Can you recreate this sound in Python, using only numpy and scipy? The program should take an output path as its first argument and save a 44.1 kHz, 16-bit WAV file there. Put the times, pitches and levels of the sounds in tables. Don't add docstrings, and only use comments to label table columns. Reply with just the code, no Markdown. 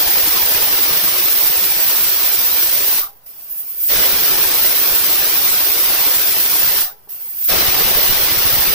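import sys
import numpy as np
from scipy import signal
from scipy.fft import rfft, irfft
from scipy.io import wavfile
from scipy.ndimage import uniform_filter1d, minimum_filter1d

SR = 44100
rng = np.random.default_rng(int(sys.argv[2]) if len(sys.argv) > 2 else 0)


def waveform_to_disk(signal):
    frames = np.transpose(np.atleast_2d(signal))
    scaled = np.clip(frames, -1, 1) * 32767
    samples = np.round(scaled).astype(np.int16)
    wavfile.write(sys.argv[1], SR, samples)


N = 385434
T = np.arange(N) / SR

# frequency in Hz, relative level in dB.
HISS_SPECTRUM = [(1000, -51), (4000, -32), (6000, -26.5), (7000, -20), (9000, -18.5), (10500, -13),
                 (12000, -8.5), (12700, -8.5), (13500, -1.5), (14700, 0.5), (15500, 3)]
ROAR_SPECTRUM = [(40, -34), (150, -7.5), (240, -10.5), (310, -0.84), (600, -0.8), (1300, -1.24), (3000, 1),
                 (5200, 2.5), (6000, 2), (6800, -9), (8500, -7), (11000, -2.5), (15500, -62.5)]
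LEAK_HISS_SPECTRUM = [(1000, -57), (4000, -39), (6000, -29), (8000, -24.5), (9700, -20), (11000, -10),
                      (12000, -8), (13000, -2.5), (14700, 1), (15500, 3)]
LEAK_RUSH_SPECTRUM = [(100, -15), (240, -10), (320, -2), (800, -2.5), (1500, -3), (3000, 1), (3900, -3),
                      (4800, 3.3), (5800, 2), (6800, -5), (9000, 1.5), (15000, -16)]
DRAUGHT_SPECTRUM = [(5, -2), (25, 3), (60, -1.5), (130, -5), (250, -9), (600, -32), (2000, -64)]
KITCHEN_SPECTRUM = [(20, 0), (130, -2), (270, -9), (380, -6), (900, -3), (1300, -8), (2200, -17),
                    (3500, -20), (8000, -27), (15000, -32)]
# frequency in Hz, correlation from -1 to 1.
PORT_CORRELATION = [(100, 0), (1400, 0.07), (5000, 0.06), (9000, 0.12), (12000, -0.39), (15000, -0.32)]
# frequency in Hz, left minus right in dB.
ROAR_LEAN = [(100, 2.3), (380, 5.7), (1300, 3.6), (2400, 2.6), (4400, 0.4), (12000, 0.77)]
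HISS_LEAN = [(6000, 1), (11000, 1), (15000, -3)]
# frequency in Hz, relative dB for each dB of roar.
DEEPENING_SLOPE = [(100, 1.5), (400, 1.66), (1200, 0.92), (4000, 0.3), (8000, -0.35), (15000, 0)]
# frequency in Hz, t60 in seconds.
WALL_T60 = [(200, 0.098), (500, 0.51), (1200, 0.33), (3000, 0.26), (7000, 0.19), (15000, 0.1)]
# time in seconds, level in dB.
WEIGHT_KNOCKS = [(7.074, -46), (7.273, -49)]
# frequency in Hz, level in dB, t60 in seconds (knocks only).
LID_MODES = [(430, -2, 0.08), (620, -11, .07), (816, 0, .06), (1120, -9, 0.06)]
# centre in seconds, half length in seconds,
# extra roar in dB, extra draught in dB.
STEAM_GUSTS = [(.12, .04, 0, 1), (0.367, 0.017, 2, 5), (0.615, 0.1, 1, 4), (0.923, 0.067, 1, 3.5),
               (1.17, .04, 0.7, 2), (2.0, 0.099, .5, 0), (3.97, .02, 1, 3), (4.05, 0.024, .8, 3),
               (5.447, .15, .5, -2.5), (6.0, 0.12, 1.06, 0), (6.723, 0.066, 0.54, 3), (7.603, 0.051, .5, 2)]
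# centre in seconds,
# half length in seconds, extra leak hiss in dB.
LEAK_SPURTS = [(3.52, .015, 7), (3.594, 0.021, 6), (7.118, 0.024, 2.5), (7.19, .015, -5), (7.24, 0.011, 0),
               (7.313, 0.013, 2), (7.355, .015, -3)]
# crack in seconds, lift in seconds, drop in seconds, first leak hiss in dB,
# hiss in dB, roar in dB, draught at the lift in dB, settled draught in dB,
# extra hiss under HISS_SKIRT_HZ in dB, first leak rush in dB.
VALVE_BLASTS = [(-1.0, -0.2, 2.981, -35, -13.2, -21.3, -37.5, -46.5, .9, -50),
                (3.26, 3.878, 6.811, -36, -13.3, -20.9, -37, -44.5, 1.8, -50),
                (7.089, 7.473, 9.5, -28, -13.6, -19.9, -31.5, -35, -.7, -44.5)]

EDGE_HZ = 15560
KITCHEN_DB, WALLS_DB = -56, -16.5
HISS_SKIRT_HZ, LOW_SKIRT_DB = 11300, -5.5
CRACK_S, LEAK_GROW_S, LEAK_HISS_DB = 0.007, 0.58, -21
LEAK_RUSH_DB, LEAK_RUSH_GROW_S = -43.5, 0.42
FLOAT_S, HISS_LEAD_S, FLOAT_ROAR_DB = 0.14, 0.012, -34
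FLOAT_EXPONENT = 0.15
LIFT_S, SURGE_SAG_S, ROAR_SURGE_DB, ROAR_SAG_DB_PER_S = 0.026, 0.66, 1.16, 0.355
# final fall rate in dB/s, easing in s
HISS_FALL, ROAR_FALL, DRAUGHT_FALL = (450, 0.099), (320, 0.03), (300, 0.037)
DRAUGHT_LEAD_S = 0.05
SEEP_HISS_DB, SEEP_RUSH_DB, STILL_AIR_DB, OFF_DB = -49, -62, -66.5, -100
RING_DB, RING_WIDTH_HZ, RING_AFTER_S, RING_HALF_S = -51.5, 47, 0.1, 0.048
GUSH_HZ, GUSH_WIDTH_HZ, GUSH_SINK_OCT_PER_S = 1290, 560, 3
GUSH_DB, GUSH_AFTER_S, GUSH_HALF_S = -33, 0.049, 0.034
WHISTLE_DB, WHISTLE_HZ, WHISTLE_WIDTH_HZ = -44, 3750, 600
PRESSURE_DIP_DB, PRESSURE_DIP_S = -42.0, 0.041


def gain_of(db):
    return 10 ** (np.asarray(db) / 20)


def evened(x):
    return x / np.sqrt(np.mean(x ** 2) + 1e-20)


def read(points, hz):
    f, value = np.transpose(points)
    return np.interp(np.log(hz + 1), np.log(f + 1), value)


def ramp(start_s, length_s):
    return np.clip((T - start_s) / length_s, 0, 1)


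def blend(a, b, share):
    return a + (b - a) * share


def swell(centre_s, half_s):
    return np.exp(-.5 * ((T - centre_s) / half_s) ** 2)


def wander(slow_hz, fast_hz):
    hz = np.fft.rfftfreq(N, 1 / SR)
    shape = hz / (hz + slow_hz) ** 2.3 / np.sqrt(1 + (hz / fast_hz) ** 4)
    return evened(irfft(rfft(rng.standard_normal(N)) * shape, N))


def resonate(x, hz, width_hz):
    turn = np.exp(2j * np.pi * np.cumsum(hz) / SR)
    r = np.exp(-np.pi * width_hz / SR)
    low = signal.lfilter([(1 - r) ** 2], [1, -2 * r, r ** 2], x / turn)
    return (turn * low).real


def puffed(x, under_hz, change_db):
    low = signal.sosfiltfilt(signal.butter(3, under_hz, fs=SR, output="sos"), x)
    return x + low * (gain_of(change_db) - 1)


def turbulence(spectrum, lean, patchy_db, size, drive_db=None):
    hz = np.fft.rfftfreq(size, 1 / SR)
    hop = size // 4
    a, b, c, d, patches = rng.standard_normal((N // hop + 5, len(hz), 5)).T
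    patches = uniform_filter1d(patches, size=6, axis=0)
    patches = evened(uniform_filter1d(patches, size=5, axis=1))
    patch_gain = gain_of(patchy_db * patches)
    patch_gain /= np.sqrt(uniform_filter1d(patch_gain ** 2, size=31, axis=0))

    same = np.clip(read(PORT_CORRELATION, hz), -1, 1)[:, None]
    left = a + 1j * b
    right = same * left + np.sqrt(1 - same ** 2) * (c + 1j * d)
    z = np.array([left, right])

    lean_db = np.array([read(lean, hz), -read(lean, hz)])[:, :, None] / 2
    in_band = (hz < EDGE_HZ + 200)[:, None]
    z *= patch_gain * gain_of(read(spectrum, hz)[:, None] + lean_db) * in_band
    if drive_db is not None:
        frame_db = np.interp(np.arange(z.shape[2]) * hop / SR, T, drive_db)
        z *= gain_of(read(DEEPENING_SLOPE, hz)[:, None] * frame_db)
    return evened(signal.istft(z, nperseg=size, noverlap=size - hop)[1][:, :N])


def kitchen():
    noise = turbulence(KITCHEN_SPECTRUM, [(100, 1.5), (3000, .3)], patchy_db=3.5, size=2048)
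    return gain_of(KITCHEN_DB) * noise


def walls(x):
    hz, t, z = signal.stft(rng.standard_normal((2, SR // 2)), SR, nperseg=256)
    t60 = read(WALL_T60, hz)[:, None]
    decay = gain_of(-60 * t / t60) * (t > .005)
    tail = signal.istft(z * decay, SR, nperseg=256)[1]
    return signal.fftconvolve(x, tail / np.linalg.norm(tail[0]), axes=1)[:, :N]


def draught(air_db):
    air = turbulence(DRAUGHT_SPECTRUM, [(30, 11.7), (200, 12.7)], patchy_db=1.5, size=4096)
    lumps = np.tanh(wander(slow_hz=10, fast_hz=19))
    return air * gain_of(air_db + 6.2 * lumps)


def gusts():
    return sum(np.outer([roar_db, air_db], swell(centre_s, half_s))
               for centre_s, half_s, roar_db, air_db in STEAM_GUSTS)


def knocks():
    out = np.zeros(N)
    for knock_s, knock_db in WEIGHT_KNOCKS:
        t = np.maximum(T - knock_s, 0)
        for hz, mode_db, t60 in LID_MODES:
            out += gain_of(knock_db + mode_db - 60 * t / t60) * np.sin(2 * np.pi * hz * t)
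    return out


def closings():
    rush = turbulence(ROAR_SPECTRUM, ROAR_LEAN, patchy_db=6.5, size=1024)
    whistle = evened(resonate(rush, np.full(N, WHISTLE_HZ), WHISTLE_WIDTH_HZ))
    ring = evened(sum(gain_of(db) * resonate(rush, np.full(N, hz), RING_WIDTH_HZ)
                      for hz, db, _ in LID_MODES))
    out = np.zeros((2, N))
    for _, _, drop_s, *_ in VALVE_BLASTS:
        out += gain_of(RING_DB) * ring * swell(drop_s + RING_AFTER_S, RING_HALF_S)

        gush_s = drop_s + GUSH_AFTER_S
        t = T - gush_s
        gush_hz = GUSH_HZ * 2 ** np.clip(-GUSH_SINK_OCT_PER_S * t, -1, .5)
        gush = evened(resonate(rush, gush_hz, GUSH_WIDTH_HZ))
        last_steam = gain_of(GUSH_DB) * gush + gain_of(WHISTLE_DB) * whistle
        out += last_steam * swell(gush_s, GUSH_HALF_S)

        u = np.maximum(t / PRESSURE_DIP_S + 1, 0)
        out -= gain_of(PRESSURE_DIP_DB) * np.e * u * (2 - u) * np.exp(-u)
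    return out


def shutting(drop_s, db_per_s, ease_s):
    return db_per_s * (np.hypot(np.maximum(T - drop_s, 0), ease_s) - ease_s)


def valve():
    leak_hiss, leak_rush, air = SEEP_HISS_DB, SEEP_RUSH_DB, STILL_AIR_DB
    thin, full, skirt = OFF_DB, OFF_DB, LOW_SKIRT_DB
    for (crack_s, lift_s, drop_s, first_hiss_db, hiss_db, roar_db,
         lift_air_db, settled_air_db, skirt_db, first_rush_db) in VALVE_BLASTS:
        cracked = ramp(crack_s - CRACK_S / 2, CRACK_S)
        lifted = ramp(lift_s, LIFT_S)
        open_s = np.maximum(T - lift_s, 0)
        surge = np.exp(-open_s / SURGE_SAG_S)

        leaking = cracked * (1 - lifted)
        growing = blend(first_hiss_db, LEAK_HISS_DB, ramp(crack_s, LEAK_GROW_S))
        leak_hiss = np.maximum(leak_hiss, blend(SEEP_HISS_DB, growing, leaking))
        swelling = blend(first_rush_db, LEAK_RUSH_DB, ramp(crack_s, LEAK_RUSH_GROW_S))
        leak_rush = np.maximum(leak_rush, blend(SEEP_RUSH_DB, swelling, leaking))

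        hiss_rise = ramp(lift_s - FLOAT_S - HISS_LEAD_S, FLOAT_S) ** FLOAT_EXPONENT
        gap = blend(OFF_DB, hiss_db, hiss_rise)
        thin = np.maximum(thin, gap - shutting(drop_s, *HISS_FALL))
        skirt = blend(skirt, skirt_db, lifted * (1 - ramp(drop_s, LIFT_S)))

        floating = blend(OFF_DB, FLOAT_ROAR_DB, ramp(lift_s - FLOAT_S, FLOAT_S) ** FLOAT_EXPONENT)
        sagging = roar_db + ROAR_SURGE_DB * surge - ROAR_SAG_DB_PER_S * open_s
        rush = blend(floating, sagging, lifted)
        full = np.maximum(full, rush - shutting(drop_s, *ROAR_FALL))

        wind = blend(STILL_AIR_DB, blend(settled_air_db, lift_air_db, surge), lifted)
        air = np.maximum(air, wind - shutting(drop_s - DRAUGHT_LEAD_S, *DRAUGHT_FALL))
    return leak_hiss, leak_rush, thin, skirt, full, air


def leak(hiss_db, rush_db):
    thin = turbulence(LEAK_HISS_SPECTRUM, HISS_LEAN, patchy_db=8.0, size=2048)
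    rush = turbulence(LEAK_RUSH_SPECTRUM, ROAR_LEAN, patchy_db=3.5, size=1024)
    thin = thin * gain_of(hiss_db + 1.7 * wander(slow_hz=6.6, fast_hz=25))
    return thin + rush * gain_of(rush_db + 0.65 * wander(slow_hz=14, fast_hz=60))


def hiss(flow_db, skirt_db, sputter):
    jet = turbulence(HISS_SPECTRUM, HISS_LEAN, patchy_db=12.5, size=2048)
    jet = puffed(jet, under_hz=HISS_SKIRT_HZ, change_db=skirt_db + 2.0 * wander(slow_hz=6.7, fast_hz=25))
    flutter_db = .5 * sputter + .8 * wander(slow_hz=50, fast_hz=300)
    drift_db = .5 * wander(slow_hz=3.7, fast_hz=16)
    return jet * gain_of(flow_db + flutter_db + drift_db)


def roar(flow_db, sputter, usual_db=-21.5, span_db=8.0):
    drive_db = np.clip(flow_db - usual_db, -span_db, span_db)
    jet = turbulence(ROAR_SPECTRUM, ROAR_LEAN, patchy_db=2.5, size=1024, drive_db=drive_db)
    jet = puffed(jet, under_hz=900, change_db=1.2 * wander(slow_hz=5.2, fast_hz=32))
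    jet = puffed(jet, under_hz=239, change_db=-2.5 + 7 * np.tanh(wander(slow_hz=9, fast_hz=20)))
    flutter_db = 0.48 * sputter + 0.55 * wander(slow_hz=25, fast_hz=160)
    return jet * gain_of(flow_db + flutter_db)


def scene():
    leak_hiss_db, leak_rush_db, hiss_db, skirt_db, roar_db, air_db = valve()
    gust_roar_db, gust_air_db = gusts()
    spurt_db = sum(db * swell(centre_s, half_s) for centre_s, half_s, db in LEAK_SPURTS)
    sputter = wander(slow_hz=19, fast_hz=32)
    steam = leak(leak_hiss_db + spurt_db, leak_rush_db)
    steam = steam + hiss(hiss_db, skirt_db, sputter)
    steam = steam + roar(roar_db + gust_roar_db, sputter)
    room = kitchen() + walls(gain_of(WALLS_DB) * steam)
    return room + draught(air_db + gust_air_db) + knocks() + closings() + steam


def record(dry):
    over = np.maximum(abs(dry).max(0) / .9, 1)
    held = dry * uniform_filter1d(minimum_filter1d(1 / over, size=65), size=65)
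    low_pass = signal.firwin(1023, EDGE_HZ, window=("kaiser", 9), fs=SR)
    return signal.oaconvolve(held, low_pass[None], "same")


dry = scene()
out = record(dry)
waveform_to_disk(out)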